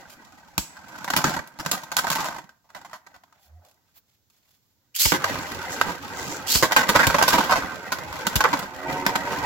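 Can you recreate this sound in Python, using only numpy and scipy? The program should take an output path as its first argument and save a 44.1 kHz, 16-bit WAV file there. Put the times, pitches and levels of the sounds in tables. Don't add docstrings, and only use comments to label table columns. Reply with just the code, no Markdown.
import sys
import numpy as np
from scipy import signal
from scipy.fft import rfft, irfft
from scipy.io import wavfile
from scipy.ndimage import uniform_filter1d

SR = 44100
rng = np.random.default_rng(int(sys.argv[2]) if len(sys.argv) > 2 else 0)


def unload_audio(sound):
    columns = np.transpose(np.atleast_2d(sound))
    steps = np.round(np.clip(columns, -1, 1) * 32767)
    wavfile.write(sys.argv[1], SR, steps.astype(np.int16))


N = 416744
TIME = np.arange(N) / SR
SECOND_BATTLE_S = 4.7


def undb(db):
    return 10 ** (np.asarray(db) / 20)


def unit(x):
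    return x / np.sqrt(np.mean(x ** 2))


def fade(t, t60):
    return np.exp(-np.log(1000) * t / t60)


def swell(s, width, db):
    return undb(db) * np.exp(-((TIME - s) / width) ** 2)


def curve(points):
    return np.interp(TIME, *np.transpose(points))


def sine(hz):
    return np.sin(2 * np.pi * np.cumsum(hz) / SR)


def gain_at(hz, points):
    f, db = np.transpose(points)
    return undb(np.interp(np.log(hz + 1), np.log(f), db))


# f/Hz, side re mid/dB
WIDTH = [(60, -3), (250, -7), (600, -9), (1100, -4.5), (2000, 0), (16000, 0)]


def noise(size, points, band=(0, SR)):
    hz = np.fft.rfftfreq(size, 1 / SR)
    mid, side = rfft(rng.standard_normal((2, size)))
    side = side * gain_at(hz, WIDTH)
    low_skirt = 1 + (band[0] / (hz + 1)) ** 12
    high_skirt = 1 + (hz / band[1]) ** 12
    skirts = (low_skirt * high_skirt) ** -.5
    return unit(irfft(np.array([mid + side, mid - side]) * gain_at(hz, points) * skirts, size))


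def walk(rate):
    hold = int(SR / rate)
    steps = np.repeat(rng.standard_normal(N // hold + 1), hold)
    return 1.2 * uniform_filter1d(steps, hold)[:N]


def add(out, s, sound):
    i = int(s * SR)
    out[:, i:i + sound.shape[1]] += sound[:, :N - i]


def through(x, response):
    return signal.oaconvolve(np.atleast_2d(x), response, axes=1)[:, :x.shape[-1]]


def age(s):
    return np.where(s < SECOND_BATTLE_S, s, s - SECOND_BATTLE_S)


def ring(modes, t, scatter_db=5.0, detune=0.018):
    hz, db, t60 = np.transpose(modes)[:, :, None]
    strength, shift, lag, sign = rng.standard_normal((len(modes), 4)).T[:, :, None]
    phase = 2 * np.pi * hz * (1 + detune * shift) * t
    size = np.sign(sign) * undb(db + scatter_db * strength) * fade(t, t60)
    return np.array([np.sum(size * np.sin(phase + ear * lag * hz / 2400), axis=0) for ear in (1, -1)])


# f/Hz, level/dB, t60/s
TOP_MODES = [(2660, -6, 0.037), (3440, 1, 0.073), (4350, 4.5, 0.052), (4940, 5, 0.045), (5640, 0, .04),
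             (6700, -10.5, .04), (7550, 0.5, 0.064)]


def top_ring(force, size=3072):
    return unit(through(force, ring(TOP_MODES, np.arange(size) / SR, scatter_db=0.0, detune=.003)))


# f/Hz, level/dB
PLASTIC = [(35, -14.5), (85, 5), (120, 2), (170, 6), (300, 7.5), (420, -4), (600, 5.5), (1600, -2),
           (2100, -2.5), (2600, -3.5), (7500, -12), (8600, -23.5), (11500, -14), (15800, -15)]
EDGES_HZ = [30, 500, 2500, 8300, 17000]
RING_T60_S = [0.068, 0.036, 0.039, 0.028]
# f/Hz, level/dB, t60/s
BOWL = [(565, -11.5, 0.051), (660, -12, 0.06), (768, -3.5, 0.025), (881, -5, 0.083), (930, 1, 0.047),
        (1044, -0.5, 0.027), (1200, 0, 0.019), (1322, -7.5, 0.024), (1512, -1, 0.041), (1559, 2.5, 0.035),
        (1977, 2.5, 0.016), (1924, -7, 0.039)]


def plastic_band(size, k):
    return noise(size, PLASTIC, EDGES_HZ[k:k + 2])


def spot(size=4096, modes_db=1.5, build_s=0.00027, scatter_db=3, detune=.009):
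    t = np.arange(size) / SR
    build = 1 - np.exp(-t / build_s)
    thud, shell = (unit(plastic_band(size, k) * build * fade(t, RING_T60_S[k])) for k in (0, 1))
    modes = unit(ring(BOWL, t, scatter_db, detune))
    return np.array([thud, unit(shell + undb(modes_db) * modes)])


# t/s, bowl level/dB before the rattle dip
FIRST_ROLL = [(0, -48), (.14, -51), (.62, -53.5), (.92, -44.5), (1.05, -40), (1.4, -42.5), (1.53, -53),
              (1.66, -40.5), (1.9, -47.5), (2.36, -42.5), (2.43, -53.5), (2.62, -86), (2.77, -52.5),
              (2.93, -55), (3.01, -70), (3.12, -57), (3.3, -69.5), (3.8, -72.5), (4.2, -87.5)]
SECOND_ROLL = [(4.92, -79), (5.22, -31.5), (5.28, -27.5), (5.5, -35.5), (5.9, -31.5), (5.985, -42.5),
               (6.04, -36.5), (6.3, -33.5), (6.58, -38.5), (6.75, -34), (7.6, -29.5), (7.82, -38),
               (8.1, -35), (8.55, -31), (8.72, -40.5), (8.81, -39.5), (8.9, -27.5), (9.05, -33.5),
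               (9.45, -28)]
# full from t/s, length/s, bowl level/dB before the dip
GRINDS = [(1.203, .12, -28.5), (1.694, 0.079, -35), (1.99, 0.13, -35), (2.13, 0.16, -33.5),
          (6.814, 0.014, -48), (6.945, 0.31, -29), (7.34, 0.1, -26.5), (8.47, 0.11, -35)]
GRIND_ATTACK_S, GRIND_T60_S = 0.1, 0.23
ROLL_RUMBLE_DB, GRIND_RUMBLE_DB = -6, -10
ROLL_HISS_DB, GRIND_HISS_DB = -6, -3.5
HISS_FALL_DB_PER_S = 1.02


def scrape_levels():
    roll = undb(curve(FIRST_ROLL + SECOND_ROLL))
    grind = 0
    for s, length, db in GRINDS:
        attack = np.clip(1 + (TIME - s) / GRIND_ATTACK_S, 0, 1)
        grind = grind + undb(db) * attack * fade(np.maximum(TIME - s - length, 0), GRIND_T60_S)

    def blend(roll_db, grind_db):
        return 20 * np.log10(np.hypot(roll * undb(roll_db), grind * undb(grind_db)))

    hiss = blend(ROLL_HISS_DB, GRIND_HISS_DB) - HISS_FALL_DB_PER_S * age(TIME)
    return blend(0, 0), blend(ROLL_RUMBLE_DB, GRIND_RUMBLE_DB), hiss


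# t/s, level/dB re scraping slips
RATTLE = [(0, -17.5), (.95, -16), (1.1, 4), (2.4, -3.5), (3.3, -1.5), (5.2, -4), (5.6, -12), (6.5, -8.5),
          (6.9, -6.5), (7.5, -5), (7.7, -10), (9.4, -8.5)]


def tip_force(grains_per_s=4000, grain_db=3.5, wobble_db=1.5, skip_db=1.82, flaw_db=-7, taps_per_s=130, count=3):
    spin_hz = np.interp(TIME, [0, 2.4, 5, 9.4], [41.93, 24.02, 90.2, 71.43])
    turns = np.cumsum(spin_hz * (1 + 0.027 * walk(9))) / SR
    grain = undb(grain_db * np.minimum(rng.exponential(size=N), 4))
    slips = (rng.random(N) < grains_per_s / SR) * rng.choice([-1, 1], N) * grain
    flaws = sum(np.diff(np.floor(turns + place), prepend=0) for place in rng.random(count))
    taps = (rng.random(N) < taps_per_s / SR) * rng.uniform(-1, 1, N)
    loose = undb(curve(RATTLE))
    wobble = wobble_db * np.sin(2 * np.pi * turns)
    skips = skip_db * np.minimum(loose, 1) * walk(60)
    force = unit(slips) + undb(flaw_db) * unit(flaws - flaws.mean()) + loose * unit(taps)
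    return force * undb(wobble + skips) / np.sqrt(1 + loose ** 2 / 2)


def cracks(force, size=2048):
    t = np.arange(size) / SR
    bands = []
    for k in (2, 3):
        energy = np.abs(through(force ** 2, fade(t[None], RING_T60_S[k]) ** 2))
        bands.append(np.sqrt(energy) * plastic_band(len(force), k))
    return bands


def scrape(air_db=-6, dip_db=2.0, spots_per_s=40, ring_db=-12, grit_db=3.5, count=7):
    bowl, rumble, hiss = scrape_levels()
    force = tip_force()
    nearness = np.array([walk(spots_per_s) for _ in range(count)])
    nearness = nearness / np.linalg.norm(nearness, axis=0)
    body = 0
    for near in nearness:
        response = spot(scatter_db=1.5, detune=0.0046).reshape(4, -1)
        body = body + near * through(force, response)
    snap, air = cracks(force * undb(grit_db * walk(260)))
    crack = unit(snap) + undb(ring_db) * top_ring(force)
    parts = [body[:2], body[2:], crack, air]
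    levels = [rumble, bowl, hiss, hiss + air_db]
    dip = dip_db * undb(curve(RATTLE))
    return sum(undb(db - dip) * unit(part) for db, part in zip(levels, parts))


# t/s, bowl level/dB, crack/dB, chatter/s, thud/dB, favoured f/Hz
CLACKS = [(0.098, -54.5, 9.5, 0.032, -15, 2480), (0.768, -44, -6.5, 0.0034, -24, 1500),
          (0.883, -50.5, 2, 0.004, -16, 950), (1.044, -33.5, -1.5, 0.0024, -20, 980),
          (1.078, -28.5, -7, 0.0052, -16, 1440), (1.102, -25.5, 0, 0.0027, -10, 1600),
          (1.136, -22, -7, 0.0019, -13, 1580), (1.164, -22.5, 5.5, 0.005, -5.5, 1150),
          (1.292, -33, 2, 0.004, 0, 1500), (1.363, -27, -7, 0.0066, -6.5, 1500),
          (1.390, -31, -9, 0.0029, -7, 1500), (1.474, -61.5, 12.5, 0.0023, -18, 1000),
          (1.588, -42, 0, 0.0035, -3, 1000), (1.597, -33.5, -0.5, 0.0074, -3, 1520),
          (1.661, -27.5, -1, 0.0026, -5, 1530), (1.7138, -33.5, 12.5, 0.0031, -4.5, 1250),
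          (1.728, -28, 0.5, 0.013, -6, 1400), (1.833, -40, 0.5, 0.0046, -15.5, 1130),
          (1.917, -30, -2, 0.004, -17, 1120), (1.967, -26, 7, 0.0021, -28.5, 1300),
          (1.976, -30.5, 3.5, .001, -19, 1300), (1.985, -22, 0.5, 0.0055, -24, 1320),
          (2.043, -27.5, -8.5, 0.0016, -17, 775), (2.069, -27, -5.5, .0022, -18, 1500),
          (2.079, -31.5, -2, 0.0037, -17.5, 1100), (2.102, -27, 3.5, 0.0021, -9, 1150),
          (2.115, -30.5, 4, 0.0025, -14, 1000), (2.124, -28.5, 3, .004, -21, 1200),
          (2.153, -29.5, 2.5, 0.0044, -17.5, 950), (2.166, -32.5, -2, 0.0058, -18.5, 950),
          (2.184, -27.5, -8, 0.0069, -16, 1200), (2.204, -29.5, -1, 0.0068, -14.5, 1000),
          (2.223, -32.5, -6, 0.0045, -17, 950), (2.243, -32, -2, .004, -20, 950),
          (2.254, -28.5, -3, 0.0067, -30, 1020), (2.272, -41, -1, 0.0027, -23, 960),
          (2.285, -31, -6, 0.0019, -23, 1110), (2.305, -38, -11, 0.0057, -21, 950),
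          (2.324, -37, -8, 0.0033, -23, 1000), (2.343, -41.5, -12, 0.003, -18, 950),
          (2.362, -38, -7, 0.0036, -12, 950), (2.383, -36.5, -6, 0.0055, -8, 955),
          (2.441, -54.5, -2, 0.0022, 0, 1000), (2.492, -50, -5, 0.0025, -16, 1520),
          (5.241, -21, -5, 0.0025, -20, 1440), (5.356, -32, -20, 0.0025, -20, 1520),
          (5.813, -16.5, -9, 0.002, -31, 1360), (5.865, -28.5, -8, 0.049, -0.5, 1000),
          (6.641, -21, -3, 0.0093, -7, 1000), (6.71, -26, -8, .006, -21, 1400),
          (6.7203, -19.5, -3.5, 0.0043, -24, 1700), (6.7633, -11.5, -5.5, 0.0054, -18, 1660),
          (6.78, -17, -5.5, 0.026, -11.5, 1660), (6.83, -24, -8, 0.006, -25, 1620),
          (6.886, -36, 5, .003, -12, 1100), (6.8905, -18, -0.5, 0.0055, -5, 1310),
          (6.951, -18, -8, 0.0048, -8, 600), (6.959, -14, -6.5, 0.0074, -10, 1120),
          (6.991, -16.5, -8.5, 0.01, -11, 1510), (7.001, -19.5, -9, 0.0096, -9, 1620),
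          (7.013, -25, -9, 0.0078, -11, 1600), (7.031, -17.5, -7.5, 0.0095, -13.5, 1610),
          (7.0732, -26, 0, 0.0011, 3.5, 1500), (7.1, -22, -8, 0.0049, -20, 940),
          (7.144, -16.5, -9.5, 0.0048, -10, 654), (7.184, -18, -7, 0.0053, -14.5, 920),
          (7.214, -19, -14, 0.0027, -21, 940), (7.225, -16.5, -3, 0.0022, -15, 890),
          (7.234, -23.5, -2, 0.0053, -15, 990), (7.279, -17.5, 0.5, 0.0078, -17, 1240),
          (7.296, -26, 0.5, 0.011, -11.5, 1200), (7.33, -20.5, -2, 0.0029, -7, 950),
          (7.339, -17, -5, 0.01, -7, 950), (7.383, -17.5, -7, 0.0054, -4, 980),
          (7.406, -23, -8, 0.0032, -17, 1040), (7.495, -19.5, -10.5, 0.014, -16, 930),
          (7.509, -20.5, -6, 0.0066, -16.5, 970), (7.521, -14, -10.5, 0.0083, -16, 870),
          (7.557, -20, -7.5, 0.012, -12, 660), (7.920, -24, -2.5, 0.0057, -11, 1280),
          (8.268, -23, 0.5, 0.0027, -5.5, 1230), (8.362, -31.5, 8.5, 0.00093, 0, 1500),
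          (8.406, -17.5, -6, 0.0033, -22, 1020), (8.4394, -21, -5.5, 0.001, -31, 1500),
          (8.445, -14.5, -18, 0.0064, -25, 1050), (8.530, -18.5, -9.5, 0.0064, -7, 950),
          (8.591, -39.5, 5.5, 0.0037, 3, 1000), (9.064, -19.5, -3, 0.002, -7.5, 1820),
          (9.077, -24, -10, 0.012, -7, 930), (9.155, -21.5, -5, 0.0029, -10, 1160),
          (9.307, -27, -7.5, 0.036, -8, 1040)]
# t/s, bowl level/dB, chatter/s, favoured f/Hz
LANDINGS = [(1.1845, -28, 0.0037, 1100), (1.241, -19, 0.0031, 1310), (1.253, -23.5, 0.049, 1150),
            (5.1198, -19, 0.0035, 1370), (5.136, -21.5, 0.016, 1150), (5.312, -38, 0.013, 1400),
            (6.6254, -15.5, 0.006, 1670), (8.622, -34, 0.0098, 1150)]
LANDING_THUD_DB, LANDING_CRACK_DB = -2.5, -3.5
# t/s, bowl level/dB, chatter/s, left thump level/dB,
# right thump level/dB
SMACKS = [(0.579, -29, 0.0019, -25.5, -31), (5.054, -28.5, 0.0029, -41.5, -18.5),
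          (6.551, -28.5, 0.0047, -39, -19.5), (7.0685, -29, 0.0014, -15.5, -36),
          (8.3557, -30.5, 0.0015, -13.5, -25)]
SMACK_THUD_DB, SMACK_CRACK_DB = -1.5, 8
# t/s, bowl level/dB, chatter/s, favoured f/Hz
ROCKS = [(2.643, -64, .012, 950), (2.691, -60, .003, 1000), (2.702, -53, 0.0023, 1200),
         (2.748, -38.5, 0.006, 1040), (2.762, -41.5, 0.0084, 860), (2.813, -48, 0.004, 1150),
         (2.848, -42, 0.0066, 1150), (2.896, -53, 0.0019, 1000), (2.912, -51, .006, 930),
         (2.931, -37, 0.0079, 990), (2.953, -44.5, 0.006, 1000), (3.065, -47, 0.0042, 1350),
         (3.142, -49, 0.0084, 1100), (3.162, -53, 0.0014, 1150), (3.2354, -54, 0.0019, 1280),
         (3.325, -57.5, 0.0021, 1250)]
ROCK_THUD_DB, ROCK_CRACK_DB = -19.5, -5
# t/s, bowl level/dB
TICKS = [(0.940, -57), (0.959, -49), (0.985, -43.5), (1.216, -37), (5.518, -36), (7.986, -38.5),
         (8.127, -39), (8.155, -43), (8.190, -42), (8.331, -40)]
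TICK_CRACK_DB, TICK_CHATTER_S = -2, .002
# t/s, bowl level/dB
CLICKS = [(3.649, -70.5), (3.685, -75), (3.712, -74), (3.742, -81), (4.300, -74.5), (4.365, -83.5),
          (4.491, -78.5)]
CLICK_CRACK_DB, CLICK_CHATTER_S = 10.5, 0.0017
SMALL_THUD_DB = -10.5
BOWL_HZ = 1150


def blows():
    return ([(s, db, thud, crack, length, hz) for s, db, crack, length, thud, hz in CLACKS]
            + [(s, db, LANDING_THUD_DB, LANDING_CRACK_DB, length, hz) for s, db, length, hz in LANDINGS]
            + [(s, db, SMACK_THUD_DB, SMACK_CRACK_DB, length, BOWL_HZ) for s, db, length, _, _ in SMACKS]
            + [(s, db, ROCK_THUD_DB, ROCK_CRACK_DB, length, hz) for s, db, length, hz in ROCKS]
            + [(s, db, SMALL_THUD_DB, TICK_CRACK_DB, TICK_CHATTER_S, BOWL_HZ) for s, db in TICKS]
            + [(s, db, SMALL_THUD_DB, CLICK_CRACK_DB, CLICK_CHATTER_S, BOWL_HZ) for s, db in CLICKS])


def chatter(length, gap=.004, scatter_db=2.5, first_db=-1, count=10, size=8192):
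    when = np.cumsum(gap * rng.uniform(.4, 1.6, count))
    when = when - when[0]
    strike_db = np.where(when == 0, first_db, scatter_db * rng.standard_normal(count))
    force = undb(strike_db) * np.exp(-(when / (1.97 * length)) ** 2)
    return np.bincount((when * SR).astype(int), force, size)[:size]


def favour(x, hz, peak_db=3.5, q=2.2):
    return x + undb(peak_db) * signal.lfilter(*signal.iirpeak(hz, q, fs=SR), x)


def snaps(contacts, size=2048, build_s=0.00065, first_db=3, first_t60=0.0092):
    t = np.arange(size) / SR
    build = 1 - np.exp(-t / build_s)
    snap = undb(first_db) * fade(t, first_t60)
    return [through(contacts, plastic_band(size, k) * build * (snap + fade(t, RING_T60_S[k]))) for k in (2, 3)]


AIR_DB, AIR_DB_PER_CRACK_DB = -4.5, 0.44
AIR_RISE_DB_PER_S = 0.04
TOP_RING_DB = -11


def clacks(thud_trim_db=-1, crack_trim_db=-1.5):
    out = np.zeros((2, N))
    for s, db, thud, crack, length, ring_hz in blows():
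        air_level = AIR_DB + AIR_DB_PER_CRACK_DB * crack + AIR_RISE_DB_PER_S * age(s)
        contacts = chatter(max(length, .001))
        low, shell = (through(contacts, response) for response in spot())
        snap, air = snaps(contacts)
        ringing_snap = unit(snap) + undb(TOP_RING_DB) * top_ring(contacts)
        parts = [low, favour(shell, ring_hz), ringing_snap, air]
        levels = db + np.array([thud + thud_trim_db, 0, crack + crack_trim_db, crack + air_level])
        blow = sum(undb(level) * unit(part) for level, part in zip(levels, parts))
        add(out, s, blow * np.sqrt(.02 * SR / len(contacts)))
    return out


# f/Hz, level/dB
FIRST_PAIR = [(50, -3), (110, -1), (160, 4.5), (250, 0.5), (450, -4), (700, 1), (1000, 0), (1500, 0.5),
              (1950, -2), (3200, -4.5), (7000, 0.5), (13000, -5.5)]
SECOND_PAIR = [(50, -4), (110, 0.5), (170, 0), (340, -1), (480, 2.5), (700, -1.8), (1050, 1.15),
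               (1800, 0.14), (3200, -1.6), (7000, 0), (13000, -3.6)]


def tops():
    spectrum, hz = rfft(clacks() + scrape()), np.fft.rfftfreq(N, 1 / SR)
    first, second = (irfft(spectrum * gain_at(hz, pair), N) for pair in (FIRST_PAIR, SECOND_PAIR))
    return np.where(TIME < SECOND_BATTLE_S, first, second)


def thumps(rise_s=0.0092, start_hz=220, end_hz=46, slide_s=.0075):
    out, t = np.zeros((2, N)), np.arange(SR // 8) / SR
    phase = 2 * np.pi * np.cumsum(end_hz + (start_hz - end_hz) * np.exp(-t / slide_s)) / SR
    envelope = t / rise_s * np.exp(1 - t / rise_s)
    swing = np.sin(phase + np.array([[0], [-1.2]])) * envelope
    for s, _, _, left_db, right_db in SMACKS:
        add(out, s, undb([[left_db], [right_db]]) * swing)
    return out


# f/Hz, level/dB, t60/s
RIM = [(4619, -1, .25), (5593, -10, .35), (7224, 0, .17), (7838, -3, .45), (11160, -5, .14)]


def rim(s=.5805, db=-37, shimmer_db=-34, shimmer_t60=0.38):
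    out, t = np.zeros((2, N)), np.arange(SR // 2) / SR
    colour = [(1000, -11.0), (3000, -7.0), (4500, -6.5), (7600, -0.5), (8700, -10.5), (15000, -16.0)]
    shimmer = noise(len(t), colour) * fade(t, shimmer_t60)
    singing = ring(RIM, t, scatter_db=1.5, detune=.001)
    add(out, s, undb(db) * singing + undb(shimmer_db) * shimmer)
    return out


def rolling_out(s=3.5, half_s=0.21, db=-68, from_hz=860, to_hz=660, wander_hz=35):
    hz = np.interp(TIME, [s - half_s, s + half_s], [from_hz, to_hz]) + wander_hz * walk(45)
    return swell(s, half_s, db) * undb(3.3 * walk(24.8)) * sine(hz)


# centre t/s, half length/s, level/dB before the window, tilt/dB per octave
RUBS = [(3.371, 0.029, -63.5, -1.5), (3.443, 0.037, -61, 5.5), (3.501, .04, -67, -8),
        (3.658, 0.054, -62, -12), (3.685, 0.037, -62, 4), (3.892, .04, -74, 2), (3.968, 0.017, -57.5, 3.5),
        (4.126, 0.04, -71, 3), (4.361, 0.047, -69, 4), (4.469, 0.042, -68.5, 3), (4.539, 0.042, -66.5, 5),
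        (4.67, 0.064, -74, 6)]
# f/Hz, level/dB
SWISH = [(300, -11), (6000, -12), (9000, -18), (13000, 0), (16000, 0)]


def handling(bump_hz=81, bump_rise_hz_per_s=110, bump_db=-44, swish_db=-50, ring_db=-9):
    bump = swell(3.558, 0.056, bump_db) * sine(bump_hz + bump_rise_hz_per_s * (TIME - 3.558))
    swish = swell(3.975, .02, swish_db) * noise(N, SWISH)
    out = bump + swish
    for s, half, db, tilt in RUBS:
        size = int(4 * half * SR)
        colour = [(hz, level + tilt * np.log2(hz / 1000)) for hz, level in PLASTIC]
        rub = noise(size, colour, (550, 16000))
        if tilt > 0:
            rub = unit(rub + undb(ring_db) * top_ring(rng.standard_normal(size)))
        rub = rub * np.hanning(size) * undb(2.5 * walk(119.9)[:size])
        add(out, s - 2 * half, undb(db) * rub)
    return out


# t/s, level/dB before trim, treble gain above 9 kHz/dB
PULLS = [
    [(4.935, -87, 2.5), (4.949, -36, 0), (4.962, -30.5, 9), (4.982, -34, -1), (5.0, -20, 5),
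     (5.025, -19.5, 6), (5.065, -21.5, 0), (5.113, -26, -1), (5.12, -11, 0)],
    [(6.455, -52, -3), (6.487, -24.5, 2), (6.512, -25, 3), (6.519, -18, 6), (6.533, -22, -1),
     (6.541, -18, 2), (6.56, -20, 2), (6.619, -31, 0), (6.625, -48, 0)],
]
# f/Hz, level/dB
LAUNCHER = [(180, -54), (300, -51), (1100, -18), (1280, -15.5), (2320, -7), (3240, -3), (3700, -9.5),
            (4300, 0), (6000, -2.5), (7570, -0.5), (8940, -14), (12500, -5.5), (16000, -12.5)]
LAUNCH_PAN_DB = -1


def ratchet(speed, slow_hz=250, fast_hz=750, tooth_db=3.5, tooth_t60=0.013, size=1024):
    rate = (slow_hz + (fast_hz - slow_hz) * speed) * undb(1.2 * walk(400)[:len(speed)])
    strength = undb(tooth_db * rng.standard_normal(len(speed)))
    teeth = np.diff(np.floor(np.cumsum(rate) / SR), prepend=0) * strength
    decay = fade(np.arange(size)[None] / SR, tooth_t60) ** 2
    energy = np.abs(through(teeth ** 2 / rate, decay))
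    return np.sqrt(energy) * noise(len(speed), LAUNCHER)


def gear_whirr(speed, width_hz=450):
    carrier = sine(2400 + 2900 * np.sin(np.pi * speed / 2))
    return noise(len(speed), PLASTIC, (0, width_hz)) * carrier


def launches(trim_db=1, rub_db=-5, whirr_db=-7):
    out = np.zeros((2, N))
    for pull in PULLS:
        s, db, treble_db = np.transpose(pull)
        t = np.arange(s[0], s[-1], 1 / SR)
        speed = np.linspace(0, 1, len(t))
        cord_rub = noise(len(t), LAUNCHER)
        rip = unit(ratchet(speed)) + undb(rub_db) * cord_rub + undb(whirr_db) * unit(gear_whirr(speed))
        rip = unit(rip)
        treble = signal.sosfiltfilt(signal.butter(4, 9000, "high", fs=SR, output="sos"), rip)
        rip = rip + (undb(np.interp(t, s, treble_db)) - 1) * treble
        rip = rip * undb(np.array([[1], [-1]]) * LAUNCH_PAN_DB / 2)
        add(out, s[0], rip * undb(np.interp(t, s, db) + trim_db) * signal.windows.tukey(len(t), .1))
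    return out


def hum(hum_db=-5, patchy_db=4, wander_hz=7, fall_db=-0.1, lowest=3, count=8):
    _, rumble, _ = scrape_levels()
    spin_hz = np.interp(TIME, [5.3, 8.5, 8.9, 9.45], [94.9, 86.4, 93.7, 97.3]) * (1 + .014 * walk(7))
    partials = 0
    for k in range(lowest, lowest + count):
        level = undb(patchy_db * walk(13) + fall_db * k)
        partials = partials + level * sine(k * spin_hz + wander_hz * walk(50))
    rolling_db = np.interp(TIME, [5.2, 5.6, 6.4, 6.7, 8.4, 8.8, 8.92, 9.05, 9.45],
                           [-38.0, -1.5, 3.5, 5, -8.0, 10, 8.0, 7.5, 4])
    return unit(partials) * undb(rumble + rolling_db + hum_db)


# centre t/s, half length/s, level/dB
SKIDS = [(5.426, 0.024, -43), (5.73, 0.031, -35), (6.233, 0.075, -38.5), (6.339, 0.039, -37),
         (7.298, 0.01, -24.5)]
# f/Hz, level/dB
SIZZLE = [(1500, -24), (3500, -9), (5500, -3), (6900, 1), (7700, -2), (8700, -20), (12000, -13),
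          (16000, -15)]


def skids(slips_per_s=900, slip_db=4, ring_t60=0.007, size=1024):
    slips = (rng.random(N) < slips_per_s / SR) * undb(slip_db * rng.standard_normal(N))
    energy = np.abs(through(slips ** 2, fade(np.arange(size)[None] / SR, ring_t60) ** 2))
    sizzle = unit(np.sqrt(energy) * noise(N, SIZZLE))
    return sizzle * sum(swell(*skid) for skid in SKIDS)


ROOM_T60_S = [.45, .18]


def room(dry, low_db=-13, high_db=-11, size=32768):
    t = np.arange(size) / SR
    flat = [(30, 0.012), (16000, 0.0015)]
    onset = np.clip(t / 0.0018 - .5, 0, 1)
    tail = 0
    for band, t60, db in zip(((120, 2500), (3000, 49000)), ROOM_T60_S, (low_db, high_db)):
        part = unit(noise(size, flat, band) * fade(t, t60) * onset)
        tail = tail + undb(db) * part * np.sqrt(2 * (band[1] - band[0]) / SR / size)
    return through(dry, tail)


# f/Hz, level/dB
QUIET = [(18, -39), (30, -14.5), (90, 1.5), (109, 0.5), (1100, -22), (2980, -23), (3490, -19.5),
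         (7470, -19), (8740, -36.5), (11400, -22.5), (16000, -18.5)]
QUIET_DB = -69


def scene():
    dry = tops() + skids() + rolling_out() + hum() + rim() + launches()
    return dry + room(dry) + thumps() + handling() + undb(QUIET_DB) * noise(N, QUIET)


# f/Hz, left re right/dB
TILT = [(60, -3.0), (110, -2.0), (200, -2.0), (380, -1.5), (700, -2.5), (1290, -2.5), (2380, -1.0),
        (4400, -1.0), (8120, -1.0), (15000, -3.5)]
CUTOFF_HZ = 15900


def record(dry):
    lean = np.sqrt(gain_at(np.fft.rfftfreq(N, 1 / SR), TILT))
    sound = irfft(rfft(dry) * np.array([lean, 1 / lean]), N)
    lowpass = signal.ellip(10, .2, 70, CUTOFF_HZ, fs=SR, output="sos")
    return signal.sosfilt(lowpass, np.clip(sound, -1, 1))


dry = scene()
out = record(dry)
unload_audio(out)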